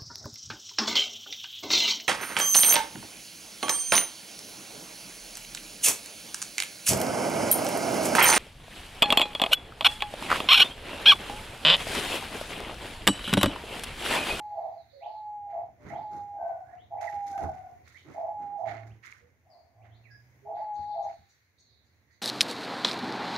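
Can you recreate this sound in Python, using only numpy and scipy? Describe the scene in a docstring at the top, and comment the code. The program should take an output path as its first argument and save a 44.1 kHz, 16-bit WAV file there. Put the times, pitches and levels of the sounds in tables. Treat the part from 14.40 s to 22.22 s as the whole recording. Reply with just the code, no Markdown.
"""Cooing dove in an aviary

A bowing diamond dove coos six times in a wooden aviary, the first coo already under way: tones edged by rasps.
The voice is a gliding sine; in the rasps a lower sine and throat pulses roughen it. A second dove answers softly.
Shaped noise makes rustling feathers and litter, wing puffs and clicks; decaying sines knock on the perch.
Small birds chirp in sine glides, twitter and pip, over rumble, a passing hum and hiss."""
import sys
import numpy as np
from scipy import signal
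from scipy.fft import rfft, irfft, next_fast_len
from scipy.io import wavfile
from scipy.ndimage import map_coordinates

SR = 44100
rng = np.random.default_rng(int(sys.argv[2]) if len(sys.argv) > 2 else 0)


def bounce(signal):
    """Save signal as a 16-bit WAV file at the path given by the first command-line argument."""
    frames = np.transpose(np.atleast_2d(signal))
    limited = np.clip(frames, -1, 1)
    pcm = np.round(limited * 32767).astype(np.int16)
    wavfile.write(sys.argv[1], SR, pcm)


N = 344761
TIME = np.arange(N) / SR  # s

# Event levels and spectra are relative settings; each source trims its own mix.
# main dove's coos: [t/s, opening rasp/s, clear tone/s, closing rasp/s, fade t60/s,
# opening level/dB, tone level/dB, closing level/dB, top f/Hz, held f/Hz, f at the break/Hz]
COOS = [(-.42, .15, .41, 0.11, 0.35, -40.5, -36.5, -35, 852, 845, 827.8),
        (.607, 0.093, .42, 0.074, 0.23, -38.5, -38, -34, 856, 834.4, 806),
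        (1.496, 0.093, 0.39, 0.12, .26, -36, -38, -34, 850.7, 817, 814),
        (2.504, 0.1678, 0.3016, 0.075, .25, -36, -34, -37, 828.2, 805, 800),
        (3.738, 0.149, .29, 0.085, .38, -34, -36, -34.5, 842, 814, 818),
        (6.049, 0.16, 0.33, 0.12, 0.2, -38.5, -33.5, -35.5, 849, 827.6, 832)]
# vocal effort through a coo: [stage (0 start, 1 clears, 2 breaks, 3 fades), tone level/dB]
EFFORT = [(0, -5.5), (.9, -4), (1.3, -0.5), (1.55, -0.5), (1.75, -4), (1.97, -0.5), (2.3, -2.5), (3, -4.5)]
# left-right balance of the main dove's voice, positive to the left: [t/s, level/dB]
BALANCE = [(.2, -2), (.8, -2.5), (1.3, -1.1), (1.8, -4), (2.1, 1), (2.75, -4), (3.3, -8), (3.8, -0.1),
           (4.2, -8), (6.1, -2), (6.4, 2.5), (6.7, 0)]
# ring of the inflated throat: [f/Hz, level/dB]
THROAT = [(300, -45), (430, -33), (495, -24), (560, -32.5), (615, -15), (670, 1.5), (735, -7), (820, -8),
          (880, -17.5), (950, -21.5), (1050, -30.5), (1300, -44), (2000, -77)]
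# second dove's sinking coos: [t/s, length/s, starting f/Hz, level/dB, fade/(dB per s), octave level/dB]
ANSWERS = [(1.972, 0.37, 765.8, -46.5, 0.5, -54.5), (2.918, 0.4, 769.7, -38.5, 27, -54)]
# second dove's lone rasps: [t/s, length/s, level/dB]
SOFT_RASPS = [(5.04, .11, -58.5), (5.336, 0.081, -61)]
# rasp colour of the farther throat: [f/Hz, level/dB]
FAR_THROAT = [(350, -44), (560, -13.5), (660, 3), (770, -0.5), (860, -11.5), (1000, -15), (1800, -47.5)]
# strokes through litter and feathers: [t/s, rise/s, t60/s, coarse level/dB, fine level/dB]
RUSTLE_STROKES = [(1.086, 0.023, .77, -64, -87.5), (1.39, 0.12, .5, -55.5, -71.5),
                  (1.702, 0.034, 0.66, -66, -71.5), (2.001, 0.09, 1, -69.5, -85.5),
                  (2.22, 0.18, 0.44, -71, -86.5), (2.608, 0.0026, 0.87, -50, -61),
                  (2.859, 0.012, 0.77, -60.5, -61.5), (2.971, .06, 0.29, -60.5, -66.5),
                  (3.11, .03, 0.98, -66, -83), (3.441, .036, 1, -62, -70), (3.65, .07, 0.67, -60.5, -75),
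                  (3.979, .05, 0.74, -67, -81), (4.178, 0.0042, 0.7, -79, -79),
                  (4.251, 0.042, .52, -44, -69), (4.468, 0.0054, 0.27, -86, -76),
                  (4.624, 0.036, 0.52, -49.5, -64), (5.43, .016, 0.94, -67.5, -100.5),
                  (6.15, 0.024, 0.99, -62, -82), (6.368, .05, 1, -74.5, -79.5),
                  (6.62, 0.071, 0.59, -66, -78.5), (7.67, 0.034, .5, -75, -92)]
# coarse rub of litter: [f/Hz, level/dB]
LITTER = [(600, -35.5), (1000, -11.5), (1300, -1), (1650, -1), (2100, 5.5), (2500, -7.5), (3000, -15.5),
          (4300, -17.5), (5300, -27), (6700, -23), (7600, -37), (12000, -76.5)]
# fine rub of feathers: [f/Hz, level/dB]
FEATHER = [(2000, -41.5), (3500, 2.5), (5000, 3.5), (6700, 8), (7500, -5), (11000, -6), (15500, -11)]
# air pushed by wings and the fanned tail: [t/s, rise/s, t60/s, level/dB]
FLAP_STROKES = [(1.39, .13, 0.55, -48.5), (1.69, 0.056, .5, -52.5), (1.93, 0.015, 1, -67.5),
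                (2.71, .04, .3, -63), (2.85, 0.063, 0.14, -52), (2.99, 0.066, 0.28, -40),
                (3.64, 0.059, .42, -51.5), (3.98, 0.046, 1, -55), (4.24, .06, 0.77, -53.5),
                (5.43, 0.018, 0.25, -68.5), (6.11, .02, .8, -65), (6.35, 0.03, 0.54, -60.5)]
# colour of the pushed air: [f/Hz, level/dB]
PUFF = [(30, -43), (55, -9), (82, 3.5), (130, 4), (200, -1.5), (340, 3.5), (480, -5.5), (900, -9.5),
        (1500, -13), (3000, -65.5)]
# feet on the perch: [t/s, thud level/dB, tick level/dB]
FOOTFALLS = [(1.45, -37.5, -61), (1.519, -57.5, -72.5), (2.028, -47, -78), (2.768, -44.5, -63),
             (2.978, -40, -38.5), (3.04, -28, -44.5), (3.066, -38, -65.5), (3.09, -37.5, -60.5),
             (4.516, -43, -78), (4.827, -51.5, -75), (6.392, -39, -73.5), (6.79, -49, -86.5)]
# modes of the pole: [f/Hz, level/dB, t60/s]
PERCH_MODES = [(83.5, 5.5, 0.2), (139.5, -7, 0.62), (196, -5, .15), (335, -11, 0.071), (440, -13.5, 0.14)]
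# snaps of claws and quills: [t/s, starting level/dB, left-right level/dB]
SNAPS = [(0.891, -64, 7), (2.6183, -57, 9.5), (2.8648, -53.5, 13.5), (3.036, -49.5, 11.5), (4.184, -71, 2),
         (4.4704, -65, 10.5), (4.629, -69, 10.5), (7.188, -67, 8.0)]
# whistles and soft low notes: [t/s, length/s, start f/Hz, end f/Hz, level/dB,
# left-right level/dB, distance (0 near to 1 far)]
CHIRP_NOTES = [(.36, .08, 4510, 3680, -72, -11, .8), (0.511, 0.096, 575.5, 540, -54.5, -5, 1),
               (0.594, 0.07, 1693, 4120, -58, -8.5, 0.68), (1.382, .089, 599, 586, -55, -1, 0.34),
               (1.469, 0.064, 1685, 2380, -50, -12, 0.7), (1.525, 0.07, 2525, 4420, -64, 8, .5),
               (2.236, .13, 1436, 2220, -64.5, -18, 1), (2.368, .08, 2590, 4250, -65, 3, 0.53),
               (2.56, 0.046, 1660, 2770, -60.5, -11.5, .9), (2.671, 0.023, 2160, 1750, -34, -16, 0.19),
               (3.537, 0.046, 1680, 2514, -49, -15, .5), (3.559, 0.036, 2500, 4450, -64, 6, 1),
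               (4.487, .043, 1880, 3570, -63.5, -4, 0.33), (3.651, 0.081, 311, 331, -52, -2.5, .5),
               (4.81, 0.053, 463, 500, -63.5, -6, 0.74), (5.088, 0.071, 5200, 4080, -65.5, 5, 0.7),
               (5.401, 0.042, 1905, 3260, -69.5, -4, 0.65), (5.502, .075, 2820, 4940, -69.5, 7, 0.77),
               (5.635, 0.057, 2800, 1650, -57, -15, .5), (5.695, 0.069, 1667, 1663, -51.5, -7, 0.49),
               (5.697, 0.039, 4874, 5275, -66, 13, 0.87), (6.015, 0.14, 395, 460, -52.5, -13, 0.35),
               (6.469, 0.078, 5010, 3490, -67.5, -12, 0.99), (7.23, 0.14, 4530, 3560, -72.5, -4, 0.86),
               (7.663, .096, 1750, 2146, -69.5, -13, 0.96)]
# bouts of distant twitter: [t/s, length/s, t60/s, level/dB]
TWITTER_BOUTS = [(0, .45, .5, -80.5), (0.491, 0.3, 0.38, -73), (1.54, 0.26, .2, -79.5),
                 (3.44, 0.18, .3, -76), (6.145, .04, 0.61, -72), (6.35, 0.32, 1.5, -71.5),
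                 (7.172, 0.16, 1.3, -75.5), (7.702, .05, .6, -82.5)]
# colour of distant twitter: [f/Hz, level/dB]
FAR_BIRDS = [(2400, -36), (3400, -11.5), (4300, -6.5), (5200, -8), (6500, -35)]
# nasal finch pips: [t/s, level/dB]
FINCH_PIPS = [(6.33, -69), (6.618, -64), (6.881, -69), (7.18, -66), (7.439, -80.5), (7.71, -74)]
# colour of the outdoor rumble: [f/Hz, level/dB]
AIR = [(20, -39), (45, -20), (82, 0.5), (115, -3.5), (165, -16.5), (245, -16.5), (400, -19), (700, -23),
       (1100, -28), (2200, -74.5)]
# strength of the outdoor rumble: [t/s, level/dB]
AIR_LEVEL = [(0, -62.5), (.6, -69.5), (1.2, -61), (2.3, -63.5), (3.5, -61), (4.9, -67.5), (5.9, -64),
             (6.7, -65), (7.1, -70.5), (7.8, -70)]
# passing low hum: [t/s, length/s, t60/s, level/dB, start f/Hz, f once the length is up/Hz]
HUM_PASSES = [(4.193, .32, 0.38, -48, 109.5, 111), (5.318, 0.42, 1.6, -57, 109.5, 116.8)]
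# colour of the fine hiss: [f/Hz, level/dB]
HISS = [(500, -3), (1000, 5), (1500, 13), (2100, 18.5), (2900, 2.5), (5000, 0), (6700, 6.5), (7400, -10),
        (11000, -4), (15500, 0)]
# echo decay of the aviary: [f/Hz, t60/s]
AVIARY = [(200, 0.28), (800, 0.35), (2000, 0.29), (5000, 0.54), (12000, 0.092)]

# Main dove: rise into the voice and into the closing rasp (s), fade of the opening rasp (t60, s)
ATTACK_S, BREAK_S, CLEARING_T60 = .045, .04, .25
START_HZ, END_HZ = 817, 800  # pitch in the opening and closing rasp
# the pitch lifts before the tone clears, crests after, and settles this far into the tone
LIFT_S, CREST_S, SETTLE_SHARE = 0.03965, 0.033, .6
FADE_CURVE = 1.59  # a coo dies away slowly at first, then ever faster
HUSK_DB = -27  # rasp under the clear tone, relative to it
TREMBLE_S, TREMBLE_DB = 0.061, -17.5  # rasp ahead of the break, relative to the closing rasp
DOVE_ECHO_DB = -16
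# Second dove
SAG_HZ_PER_S, OCTAVE_FADE_DB_PER_S = 110, 57
SOFT_RISE_S, SOFT_T60 = 0.072, 0.81  # s
# Others
FEATHER_CLUMP_DB = 1.8  # depth of the slow clumping
TWITTER_RISE_S, HUM_RISE_S = 0.014, .12
TOP_HZ = 15700  # band limit


def dove(low_hz=672, flutter_hz=20, shake_db=7.0, pulse_rate=140, scatter=.2):
    """A pure voice; in the rasp a second, lower vibration beats against it, with uneven throat pulses."""
    clear, rasp, pitch = coo_controls()
    rough = np.clip(1.54 * rasp / (rasp + clear + 1e-9), 0, 1)
    phase = cycle(pitch + 2.5 * wobble(30) + rough * flutter_hz * wobble(170))
    shake = rough * (shake_db * np.tanh(wobble(150)) - 2.0)
    upper = amp(1.2 * wobble(31) + shake) * clear * np.sin(phase)
    lower_gain = amp(-0.65 + 1.9 * np.tanh(wobble(110)))
    lower = lower_gain * np.sin(cycle(low_hz + 8 * wobble(17) + 17 * wobble(160)))
    # each pulse, about pulse_rate a second, rings the inflated throat
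    count = np.floor(np.cumsum(pulse_rate * np.exp(scatter * wobble(140))) / SR)
    pulses = coloured(np.diff(count, prepend=0), THROAT)
    # a breathy noise follows the rasp, opposite in sign at left and right, and widens it
    breath = amp(-8.5) * coloured(rng.standard_normal(N), THROAT) * np.array([[1], [-1]])
    voice = upper * amp(3.0) + rasp * (lower + amp(-5) * pulses + breath)
    return room(placed(voice, track(BALANCE)), wet_db=DOVE_ECHO_DB)


def coo_controls():
    """Each coo rasps, clears at its top pitch, sags and breaks into a rasp: tone gain, rasp gain and pitch."""
    clear, rasp, pitch = np.zeros((3, N))
    for s, opening, tone, closing, t60, open_db, tone_db, close_db, top_hz, held_hz, break_hz in COOS:
        clears, breaks, fades = s + np.cumsum([opening, tone, closing])
        stage = np.interp(TIME, [s, clears, breaks, fades], np.arange(4))
        effort_db = np.interp(stage, *np.transpose(EFFORT))
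        clear += amp(tone_db + effort_db) * swell(s, ATTACK_S, fades - s, t60, FADE_CURVE)
        rasp += amp(open_db) * swell(s, ATTACK_S, opening, CLEARING_T60)
        rasp += amp(close_db) * swell(breaks, BREAK_S, closing, t60, FADE_CURVE)
        # the tone roughens just before it breaks
        rasp += amp(close_db + TREMBLE_DB) * swell(breaks - TREMBLE_S, TREMBLE_S, TREMBLE_S, CLEARING_T60)
        moments = [clears - LIFT_S, clears + CREST_S, clears + SETTLE_SHARE * tone, breaks, breaks + BREAK_S]
        glide = np.interp(TIME, moments, [START_HZ, top_hz, held_hz, break_hz, END_HZ])
        pitch = np.where(TIME >= s, glide, pitch)
    return clear, rasp + amp(HUSK_DB) * clear, pitch


def second_dove(rise=0.054, t60=0.2, waver_hz=17, husk_db=-9):
    """A softer, husky coo from farther off sinks in pitch with a fading octave; later only its rasp."""
    voice, waver = np.zeros(N), waver_hz * wobble(110)
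    rasp = sum(amp(db) * swell(s, SOFT_RISE_S, length, SOFT_T60) for s, length, db in SOFT_RASPS)
    for s, length, hz, db, fade, octave_db in ANSWERS:
        t = np.clip(TIME - s, 0, 1)
        phase = cycle(hz - SAG_HZ_PER_S * t + waver)
        envelope = swell(s, rise, length, t60)
        tone = amp(db - fade * t) * np.sin(phase)
        octave = amp(octave_db - OCTAVE_FADE_DB_PER_S * t) * np.sin(2 * phase)
        voice += envelope * (tone + octave)
        rasp += envelope * amp(db - fade * t + husk_db)
    husk = rasp * coloured(rng.standard_normal(N), FAR_THROAT) * amp(-3)
    voice = voice * amp(3.0 * wobble(50) - 0.5) + husk
    return room(placed(voice, -1.3), wet_db=0)


def rustle(coarse_grain_db=4, fine_grain_db=5):
    """Each stroke swells and dies away; litter and feathers rub in clumps of tiny grains."""
    coarse, fine = np.zeros((2, N))
    t = np.arange(SR) / SR
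    for s, rise, t60, coarse_db, fine_db in RUSTLE_STROKES:
        stroke = np.minimum(t / rise, 1) * amp(-60 * np.maximum(t - rise, 0) / t60)
        add(coarse, s, amp(coarse_db) * stroke)
        add(fine, s, amp(fine_db) * stroke)
    litter_grain = amp(coarse_grain_db * wobble(900) + wobble(60))
    litter = coloured(noise(0.94) * litter_grain, LITTER)
    feather_grain = amp(fine_grain_db * wobble(1300) + FEATHER_CLUMP_DB * wobble(62))
    feathers = coloured(noise(1.0) * feather_grain, FEATHER)
    return placed(litter * coarse * amp(1), -9.5) + placed(feathers * fine * amp(3.5), 3.6)


def flaps():
    """Wing and tail strokes push soft low puffs of air."""
    strokes = sum(amp(db) * swell(s, rise, rise, t60) for s, rise, t60, db in FLAP_STROKES)
    puffs = coloured(noise(0.53) * amp(2.4 * wobble(45)), PUFF)
    return placed(puffs * strokes * amp(2.5), -3.0)


def knocks(tick_t60=0.033):
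    """Feet strike the perch: a claw tick and the dull modes of the pole."""
    thuds, ticks = np.zeros(N), np.zeros((2, N))
    t = np.arange(SR // 2) / SR
    for s, thud_db, tick_db in FOOTFALLS:
        # every strike excites the modes slightly differently
        ring = sum(amp(db + rng.normal(0, 0.44) - 60 * t / t60) * np.sin(2 * np.pi * hz * t)
                   for hz, db, t60 in PERCH_MODES)
        add(thuds, s, amp(thud_db - 9.5) * ring * (1 - np.exp(-t / 0.0011)))
        add(ticks, s, amp(tick_db - 60 * t / tick_t60) * rng.standard_normal((2, len(t))))
    tick_colour = [(200, -4.5), (1000, 6.5), (2200, 1.5), (3200, -13), (7000, -25.5), (15000, -23.0)]
    ticks = coloured(ticks, tick_colour) * ticks.std()  # keeps the overall tick level
    return room(placed(thuds, -7.0) + ticks, wet_db=-5.5)


def clicks(click_t60=.005):
    """Claws and quills give single bright snaps, each a very short noise burst."""
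    snaps, t = np.zeros((2, N)), np.arange(SR // 20) / SR
    for s, db, pan_db in SNAPS:
        burst = amp(db - 8.5 - 60 * t / click_t60) * rng.standard_normal((2, len(t)))
        add(snaps, s, placed(burst, pan_db))
    bright = filtered(snaps, lambda hz: amp(along([(1000, -18), (5000, -2), (15000, -0.5)], hz)))
    return room(bright, wet_db=-9)


def chirps(flutter=0.045):
    """Small birds whistle quick, even glides; the far ones arrive blurred, mostly as echo."""
    direct, distant = np.zeros((2, 2, N))
    waver = wobble(700)
    for s, length, start_hz, end_hz, db, pan_db, distance in CHIRP_NOTES:
        u, far = np.linspace(0, 1, int(length * SR)), np.clip(distance, 0, 1)
        hz = start_hz * (end_hz / start_hz) ** u
        hz = hz * (1 + flutter * far * waver[round(s * SR):][:len(u)])
        note = placed(amp(db) * np.sin(np.pi * u) * np.sin(cycle(hz)), pan_db)
        add(direct, s, (1 - far) * note)
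        add(distant, s, far * note)
    return direct + room(distant * amp(-7.5), wet_db=11.5)


def far_birds(finch_hz=2120, finch_length=0.04):
    """Warbling twitter smeared by echoes, and a finch's buzzy pips built on overtones 2 to 4."""
    glides = signal.sawtooth(2 * np.pi * 6 * TIME + wobble(3.9))  # notes that fall, about six a second
    warble = np.sin(cycle(4050 - 450 * glides + 220 * wobble(70) + 300 * wobble(900)))
    bouts = sum(amp(db) * swell(s, TWITTER_RISE_S, length, t60) for s, length, t60, db in TWITTER_BOUTS)
    twitter = coloured(room(placed(warble, 0), wet_db=5), FAR_BIRDS) * bouts
    pips, u = np.zeros(N), np.linspace(0, 1, int(finch_length * SR))
    for s, db in FINCH_PIPS:
        add(pips, s, amp(db) * np.sin(np.pi * u))
    phase = cycle(finch_hz + 130 * wobble(700))
    pips *= amp(-3) * np.sin(2 * phase) + np.sin(3 * phase) + amp(-17) * np.sin(4 * phase)
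    return placed(twitter * amp(3.5), -8) + room(placed(pips * amp(-3.5), 2), wet_db=4.5)


def background():
    """Outdoor rumble with a faint passing hum that bends in pitch, and a fine hiss."""
    air = coloured(noise(0.34), AIR) * amp(track(AIR_LEVEL) + 2.4 * wobble(6))
    hum = np.zeros(N)
    for s, length, t60, db, start_hz, end_hz in HUM_PASSES:
        bend = np.clip((TIME - s) / length, 0, 2) ** 2  # goes on bending through the fade
        tone = np.sin(cycle(start_hz + (end_hz - start_hz) * bend))
        hum += amp(db) * swell(s, HUM_RISE_S, length, t60) * tone
    hiss = coloured(noise(1.0), HISS) * amp(-74.5 + 2.4 * wobble(3.3))
    return placed(air + hum * amp(2.5 + wobble(6.9)), -3) + placed(hiss, -.5)


def room(x, wet_db):
    """Add the aviary's short echo: noise that decays at its own rate per band, different at each side."""
    hz, t, z = signal.stft(rng.standard_normal((2, SR // 2)), SR, nperseg=256)
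    decay = amp(-60 * t / along(AVIARY, hz)[:, None])
    tail = signal.istft(z * decay, SR, nperseg=256)[1]
    tail = unit(tail) / np.sqrt(tail.shape[1])
    return x + amp(wet_db) * signal.fftconvolve(x, tail, axes=1)[:, :N]


def swell(s, rise, length, t60, curve=1):
    """An envelope that rises at s, holds until s + length and dies away."""
    t = TIME - s
    return np.clip(t / rise, 0, 1) * amp(-60 * np.clip((t - length) / t60, 0, 2) ** curve)


def amp(db):
    """Decibels to gain."""
    return 10 ** (np.asarray(db) / 20)


def unit(x):
    """Scale to rms 1."""
    return x / np.sqrt(np.mean(x ** 2) + 1e-20)


def along(points, hz):
    """(Hz, value) points read on a log frequency axis."""
    f, v = np.transpose(points)
    return np.interp(np.log(hz + 1), np.log(f + 1), v)


def track(points):
    """(s, value) points joined through time."""
    return np.interp(TIME, *np.transpose(points))


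def wobble(rate):
    """A smooth random curve, rate knots a second."""
    return map_coordinates(rng.standard_normal(int(N * rate / SR) + 4), [TIME * rate])


def cycle(hz):
    """Phase of an oscillator that follows a pitch."""
    return 2 * np.pi * np.cumsum(hz, axis=-1) / SR


def filtered(x, response):
    """x times a response of frequency."""
    m = next_fast_len(N + SR // 2)
    return irfft(rfft(x, m) * response(np.fft.rfftfreq(m, 1 / SR)), m)[..., :N]


def coloured(x, spectrum):
    """x shaped by a spectrum, at rms 1."""
    return unit(filtered(x, lambda hz: amp(along(spectrum, hz))))


def placed(x, pan_db):
    """Share a sound between left and right; positive leans left."""
    gains = amp(np.array([[1], [-1]]) * pan_db / 2)
    return x * gains / gains.mean(axis=0)


def noise(spread):
    """White stereo noise; spread is the side part against the mid."""
    mid, side = rng.standard_normal((2, N))
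    return np.array([mid + spread * side, mid - spread * side])


def add(bus, s, sound):
    """Mix a sound into the bus at a time."""
    part = bus[..., max(round(s * SR), 0):][..., :sound.shape[-1]]
    part += sound[..., :part.shape[-1]]


def scene():
    """All the birds and their surroundings."""
    main_bird = dove() + second_dove()
    movement = rustle() + flaps() + knocks() + clicks()
    return main_bird + movement + chirps() + far_birds() + background()


def record(dry, low_cut_hz=38):
    """The recorder thins the deep bass and keeps nothing above its band limit."""
    return filtered(dry, lambda hz: (hz < TOP_HZ) * hz ** 4 / (hz ** 4 + low_cut_hz ** 4))


dry = scene()
out = record(dry)
bounce(out)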